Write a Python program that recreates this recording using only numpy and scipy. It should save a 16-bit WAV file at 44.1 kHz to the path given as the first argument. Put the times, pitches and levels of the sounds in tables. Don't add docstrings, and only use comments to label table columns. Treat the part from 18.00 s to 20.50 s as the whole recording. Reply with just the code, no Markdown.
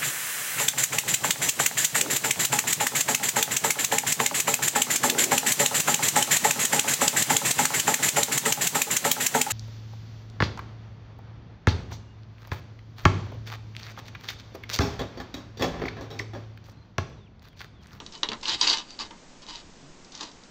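import sys
import numpy as np
from scipy import signal
from scipy.fft import rfft, irfft, next_fast_len
from scipy.io import wavfile
from scipy.ndimage import uniform_filter1d

SR = 44100
rng = np.random.default_rng(int(sys.argv[2]) if len(sys.argv) > 2 else 0)


def generate_wav(signal):
    frames = np.transpose(np.atleast_2d(signal))
    scaled = np.clip(frames, -1, 1) * 32767
    pcm = np.round(scaled).astype(np.int16)
    wavfile.write(sys.argv[1], SR, pcm)


N = 110250
TIME = np.arange(N) / SR
CUTOFF_HZ = 8750


def from_db(db):
    return 10 ** (np.asarray(db) / 20)


def unit_rms(x):
    return x / np.sqrt(np.mean(x ** 2) + 1e-20)


def colour(x, spectrum):
    size = next_fast_len(2 * N)
    size += size % 2
    hz, db = np.transpose(spectrum)
    bins_hz = np.arange(size // 2 + 1) * SR / size
    gain = unit_rms(from_db(np.interp(np.log(bins_hz + 1), np.log(hz), db)))
    cepstrum = irfft(np.log(gain))
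    cepstrum[1:size // 2] *= 2
    cepstrum[size // 2 + 1:] = 0
    return irfft(rfft(x, size) * np.exp(rfft(cepstrum)))[:N]


def resonance(x, hz, width_hz):
    r = np.exp(-np.pi * width_hz / SR)
    feedback = [1, -2 * r * np.cos(2 * np.pi * hz / SR), r * r]
    return signal.lfilter((1 - r * r) / 2 * np.array([1, 0, -1]), feedback, x + 1e-18)


def decay(t, t60_s, rise_s=0.00024):
    age = np.maximum(TIME - t, 0)
    return np.minimum(age / rise_s, 1) * from_db(-60 * np.minimum(age / t60_s, 4))


def crunch(t, t60_s, rise_s=0.00082, hold_s=0.0012):
    age = TIME - t
    return np.clip(age / rise_s, 0, 1) * from_db(-60 * np.clip((age - hold_s) / t60_s, 0, 4))


def swell(t, width_s):
    return np.exp(-((TIME - t) / width_s) ** 2 / 2)


def wander(per_s):
    return np.interp(TIME * per_s, np.arange(4000), rng.standard_normal(4000))


def band_noise(low_hz, high_hz):
    band = signal.butter(2, [low_hz, high_hz], "band", fs=SR, output="sos")
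    return unit_rms(signal.sosfilt(band, rng.standard_normal(N)))


def even_noise():
    x = signal.sosfilt(signal.butter(4, CUTOFF_HZ, fs=SR, output="sos"), rng.standard_normal(N))
    return x * x.std() / np.sqrt(uniform_filter1d(x * x, size=64) + 1e-9)


def stick_slip(slips_per_s=4000, spread_db=2.5, judder_per_s=250, judder_db=1):
    sizes = from_db(spread_db * np.minimum(rng.exponential(1, N), 4)) * rng.choice([-1, 1], N)
    slips = sizes * (rng.random(N) < slips_per_s / SR) * from_db(judder_db * wander(judder_per_s))
    return slips / np.sqrt(np.abs(uniform_filter1d(slips ** 2, size=700)) + 1e-9)


# f/Hz, level/dB
CLACK_SPECTRUM = [(300, -32), (880, -12.5), (1600, -17.5), (2400, -8.5), (3100, 2.5), (3800, 0.5),
                  (4500, 0.5), (5400, -4.5), (6200, -5), (7300, -16), (8800, -45)]
BOARD_SPECTRUM = [(70, -30.5), (290, 1.5), (660, -9), (920, 5.5), (1200, 4), (1500, -2.5), (2100, -3),
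                  (2600, -11.5), (5000, -32)]
# t/s, clack/dB, low-pass/Hz, pitch/Hz, board ring/dB, deck thud/dB
KNOCKS = [(.001, -34.5, 4930, 3550, -43.5, -46), (0.2313, -17, 6000, 3950, -28.5, -41.5),
          (0.2875, -23, 5900, 3350, -40, -39), (0.317, -27, 4500, 3140, -30, -53.5),
          (0.3313, -27.5, 3920, 3170, -49, -43), (0.4546, -24, 4030, 3080, -48, -66),
          (1.1079, -39.5, 4070, 2900, -45, -45.5), (2.23, -35, 9000, 3700, -44, -46)]


def knocks(clack_t60_s=0.021, board_t60_s=0.11, deck_t60_s=0.13, deck_hz=372):
    clack, ring, thud, noise = 0, 0, 0, even_noise()
    for t, clack_db, lowpass_hz, pitch_hz, ring_db, deck_db in KNOCKS:
        lowpass = signal.butter(1, lowpass_hz, fs=SR)
        contact = from_db(clack_db) * signal.lfilter(*lowpass, noise * crunch(t, clack_t60_s) + 1e-18)
        clack += contact + from_db(-5) * resonance(contact, pitch_hz, width_hz=600)
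        ring += from_db(ring_db) * decay(t, board_t60_s)
        thud += from_db(deck_db) * decay(t, deck_t60_s)
    deck = thud * band_noise(deck_hz / 2, deck_hz * 1.42)
    return colour(clack, CLACK_SPECTRUM) + colour(ring * even_noise(), BOARD_SPECTRUM) + deck


# f/Hz, width/Hz, gain/dB
FRAME_MODES = [(304, 36, -12.5), (892, 22, -4.5), (1023, 13.6, -10.5), (2085, 15, -2), (2526, 63, -2),
               (2997, 24, 6), (3800, 230, -1), (4310, 130, -4.5), (5910, 82, -1), (6810, 44, 5.5)]


def board_and_frame(x, ring_db=0, wander_db=0, wander_per_s=120):
    out = x
    for hz, width_hz, db in FRAME_MODES:
        drive = x * unit_rms(from_db(wander_db * wander(wander_per_s)))
        out = out + from_db(db + ring_db) * resonance(drive, hz, width_hz)
    return out


# f/Hz, level/dB
AIR_SPECTRUM = [(22, 9), (40, -4.5), (110, -5.5), (200, 0.5), (500, -7), (900, -9.5), (1700, -14),
                (3000, -16), (7000, -16), (8300, -25), (9300, -64.5)]


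def outdoor_air(level_db=-50):
    return from_db(level_db) * unit_rms(colour(rng.standard_normal(N), AIR_SPECTRUM))


# t/s, width/s, level/dB
RUSTLES = [(0.05, 0.044, -51), (0.33, 0.061, -50.5), (0.559, 0.024, -47)]


def rustles():
    envelope = sum(from_db(db) * swell(t, width_s) for t, width_s, db in RUSTLES)
    return envelope * band_noise(36, 216)


# t/s, level/dB
CATCHES = [(0.0632, -30), (0.151, -33), (0.43, -31), (0.4812, -23), (0.4938, -16.5), (0.516, -24),
           (0.546, -27.5), (0.614, -16.5), (0.6285, -19.5), (0.6747, -13.5), (0.6984, -13.5), (0.708, -19),
           (0.733, -16.5), (.772, -22), (.783, -24), (0.9052, -33.5), (0.990, -27.5), (1.003, -36),
           (1.0193, -47), (1.465, -38.5), (1.495, -36.5), (1.556, -33), (2.2082, -27)]
# f/Hz, level/dB
CATCH_SPECTRUM = [(500, -27), (1000, -13.5), (2300, -15.5), (3900, 0.5), (4700, 1), (5400, -7),
                  (6100, -2.5), (8800, -32.5)]


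def catches(t60_s=0.011):
    envelope = sum(from_db(db) * crunch(t, t60_s) for t, db in CATCHES)
    return colour(envelope * even_noise(), CATCH_SPECTRUM)


# t/s, level/dB
SLIDE_FRICTION = [(.426, -49), (.433, -32.5), (.45, -39.5), (.47, -33), (.485, -27), (.51, -29),
                  (.545, -28), (.572, -46), (.606, -38), (.616, -27), (.646, -22), (.664, -30),
                  (.674, -21.5), (.712, -26), (.738, -24), (.76, -35.5), (.79, -34), (.83, -48.5)]
# t/s, length/s, grit/dB, groan/dB
NUDGES = [(0.12, 0.064, -45, -50), (0.873, 0.1, -52, -66), (0.985, 0.061, -34, -39.5),
          (1.037, 0.042, -44.5, -44), (1.416, 0.034, -44, -50.5), (1.47, 0.063, -39.5, -48),
          (1.521, 0.064, -42, -54.5), (1.565, 0.063, -48, -58.5), (2.121, 0.19, -47.5, -53),
          (2.192, 0.057, -43, -44)]
# f/Hz, level/dB
GRIT_SPECTRUM = [(500, -18), (1400, -1.5), (2300, -1), (3100, 3.5), (4250, 0.5), (4800, 6.5), (5400, -1.5),
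                 (6600, -6), (8100, -14), (8800, -38.5)]


def scrapes(attack_s=0.016, release_s=0.025, groan_db_per_db=0.74):
    friction_db = np.interp(TIME, *np.transpose(SLIDE_FRICTION), left=-120, right=-120)
    grit = from_db(friction_db)
    groan = from_db(-35 + groan_db_per_db * (friction_db + 25))
    for t, length_s, grit_db, groan_db in NUDGES:
        push = np.clip((TIME - t) / attack_s, 0, 1) * np.clip((t + length_s - TIME) / release_s, 0, 1)
        grit += from_db(grit_db) * push
        groan += from_db(groan_db) * push
    slips = stick_slip()
    return colour(grit * slips, GRIT_SPECTRUM) + colour(groan * slips, BOARD_SPECTRUM)


# t/s, level/dB
TICKS = [(.1222, -40), (.175, -44), (.411, -45), (1.4198, -45), (2.046, -46), (2.1203, -42), (2.1502, -36),
         (2.1752, -42), (2.2096, -33), (2.2305, -33), (2.25, -41), (2.3143, -46.5), (2.435, -47)]
# f/Hz, level/dB
TICK_SPECTRUM = [(2000, -16.5), (3700, 5), (6700, 1), (8800, -25)]


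def ticks(t60_s=0.032):
    envelope = sum(from_db(db) * crunch(t, t60_s) for t, db in TICKS)
    return colour(envelope * even_noise(), TICK_SPECTRUM)


# t/s, width/s, f/Hz, level/dB
GRATES = [(0.489, 0.012, 4070, -30.5), (0.521, .02, 3150, -36), (0.635, .009, 3930, -26),
          (.673, 0.0028, 2920, -26), (0.678, .005, 4580, -24), (.703, .009, 4650, -23.5),
          (0.733, 0.0043, 4520, -26), (.915, 0.024, 4660, -50), (1.012, 0.0081, 4730, -34.5)]


def grates(width_hz=280):
    out, slips = 0, stick_slip()
    for t, width_s, hz, db in GRATES:
        band = resonance(resonance(slips, hz, width_hz), hz, 2 * width_hz)
        local_rms = np.sqrt(np.abs(uniform_filter1d(band ** 2, size=500)) + 1e-12)
        out += from_db(db) * swell(t, width_s) * band / local_rms
    return out


def dust(t=0.61, width_s=0.013, level_db=-50):
    return from_db(level_db) * swell(t, width_s) * band_noise(7000, 8700)


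# t/s, level/dB
BED_STRIKES = [(0.6121, -16), (.6272, -29)]
# f/Hz, level/dB, t60/s
BED_MODES = [(1000, -11, .06), (3200, -3.5, 0.051), (3840, 1, 0.022), (4790, 2.5, 0.033), (5650, 0, 0.019),
             (6470, -6.5, 0.026)]


def clinks():
    return sum(from_db(db + mode_db) * crunch(t, t60_s) * np.sin(2 * np.pi * (hz * TIME + rng.random()))
               for t, db in BED_STRIKES for hz, mode_db, t60_s in BED_MODES)


# t/s, width/s, f/Hz, level/dB
RUB_RINGS = [(1.015, 0.015, 1150, -40.5), (1.548, 0.017, 945, -46.5)]


def rub_rings():
    return sum(from_db(db) * swell(t, width_s) * np.sin(2 * np.pi * hz * (TIME - t))
               for t, width_s, hz, db in RUB_RINGS)


# t/s, level/dB
DECK_BUMPS = [(1.037, -49), (1.644, -50.5)]


def deck_bumps(hz=79, t60_s=0.26):
    return sum(from_db(db) * decay(t, t60_s) * np.sin(2 * np.pi * hz * (TIME - t))
               for t, db in DECK_BUMPS)


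def hum(t=1.86, width_s=0.036, hz=143, rise_hz_per_s=310, level_db=-50, octave_db=-52.5):
    age = TIME - t
    phase = 2 * np.pi * (hz * age + rise_hz_per_s * age ** 2 / 2)
    tone = from_db(level_db) * np.sin(phase) + from_db(octave_db) * np.sin(2 * phase)
    return swell(t, width_s) * tone


def roof_scatter(x, delay_s=0.0056, split_hz=1600):
    white = rng.standard_normal((3, N))
    lowpass = signal.butter(2, split_hz, fs=SR)
    highpass = signal.butter(2, split_hz, "high", fs=SR)
    low = signal.lfilter(*lowpass, unit_rms(white[0] * decay(delay_s, t60_s=0.13)))
    high = signal.lfilter(*highpass, unit_rms(white[1] * decay(delay_s, t60_s=0.1)))
    dull_noise = signal.lfilter(*signal.butter(1, 2500, fs=SR), white[2])
    hillside = unit_rms(dull_noise * decay(0.023, t60_s=0.4))
    response = from_db(-5) * low + from_db(-9.5) * high + from_db(-25) * hillside
    return x + signal.fftconvolve(x, response)[:N] / np.sqrt(N)


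def scene():
    knocking = board_and_frame(knocks(), ring_db=-12)
    sliding = board_and_frame((catches() + scrapes()) / np.sqrt(2), wander_db=4.5)
    slate = roof_scatter(knocking + sliding + grates() + clinks() + ticks())
    return (slate + dust() + rub_rings() + rustles() + deck_bumps() + hum() + outdoor_air())[None]


def record(dry, ceiling=0.85):
    rounded = ceiling * np.tanh(dry / ceiling)
    return signal.sosfilt(signal.ellip(10, .2, 80, CUTOFF_HZ, fs=SR, output="sos"), rounded)


dry = scene()
out = record(dry)
generate_wav(out)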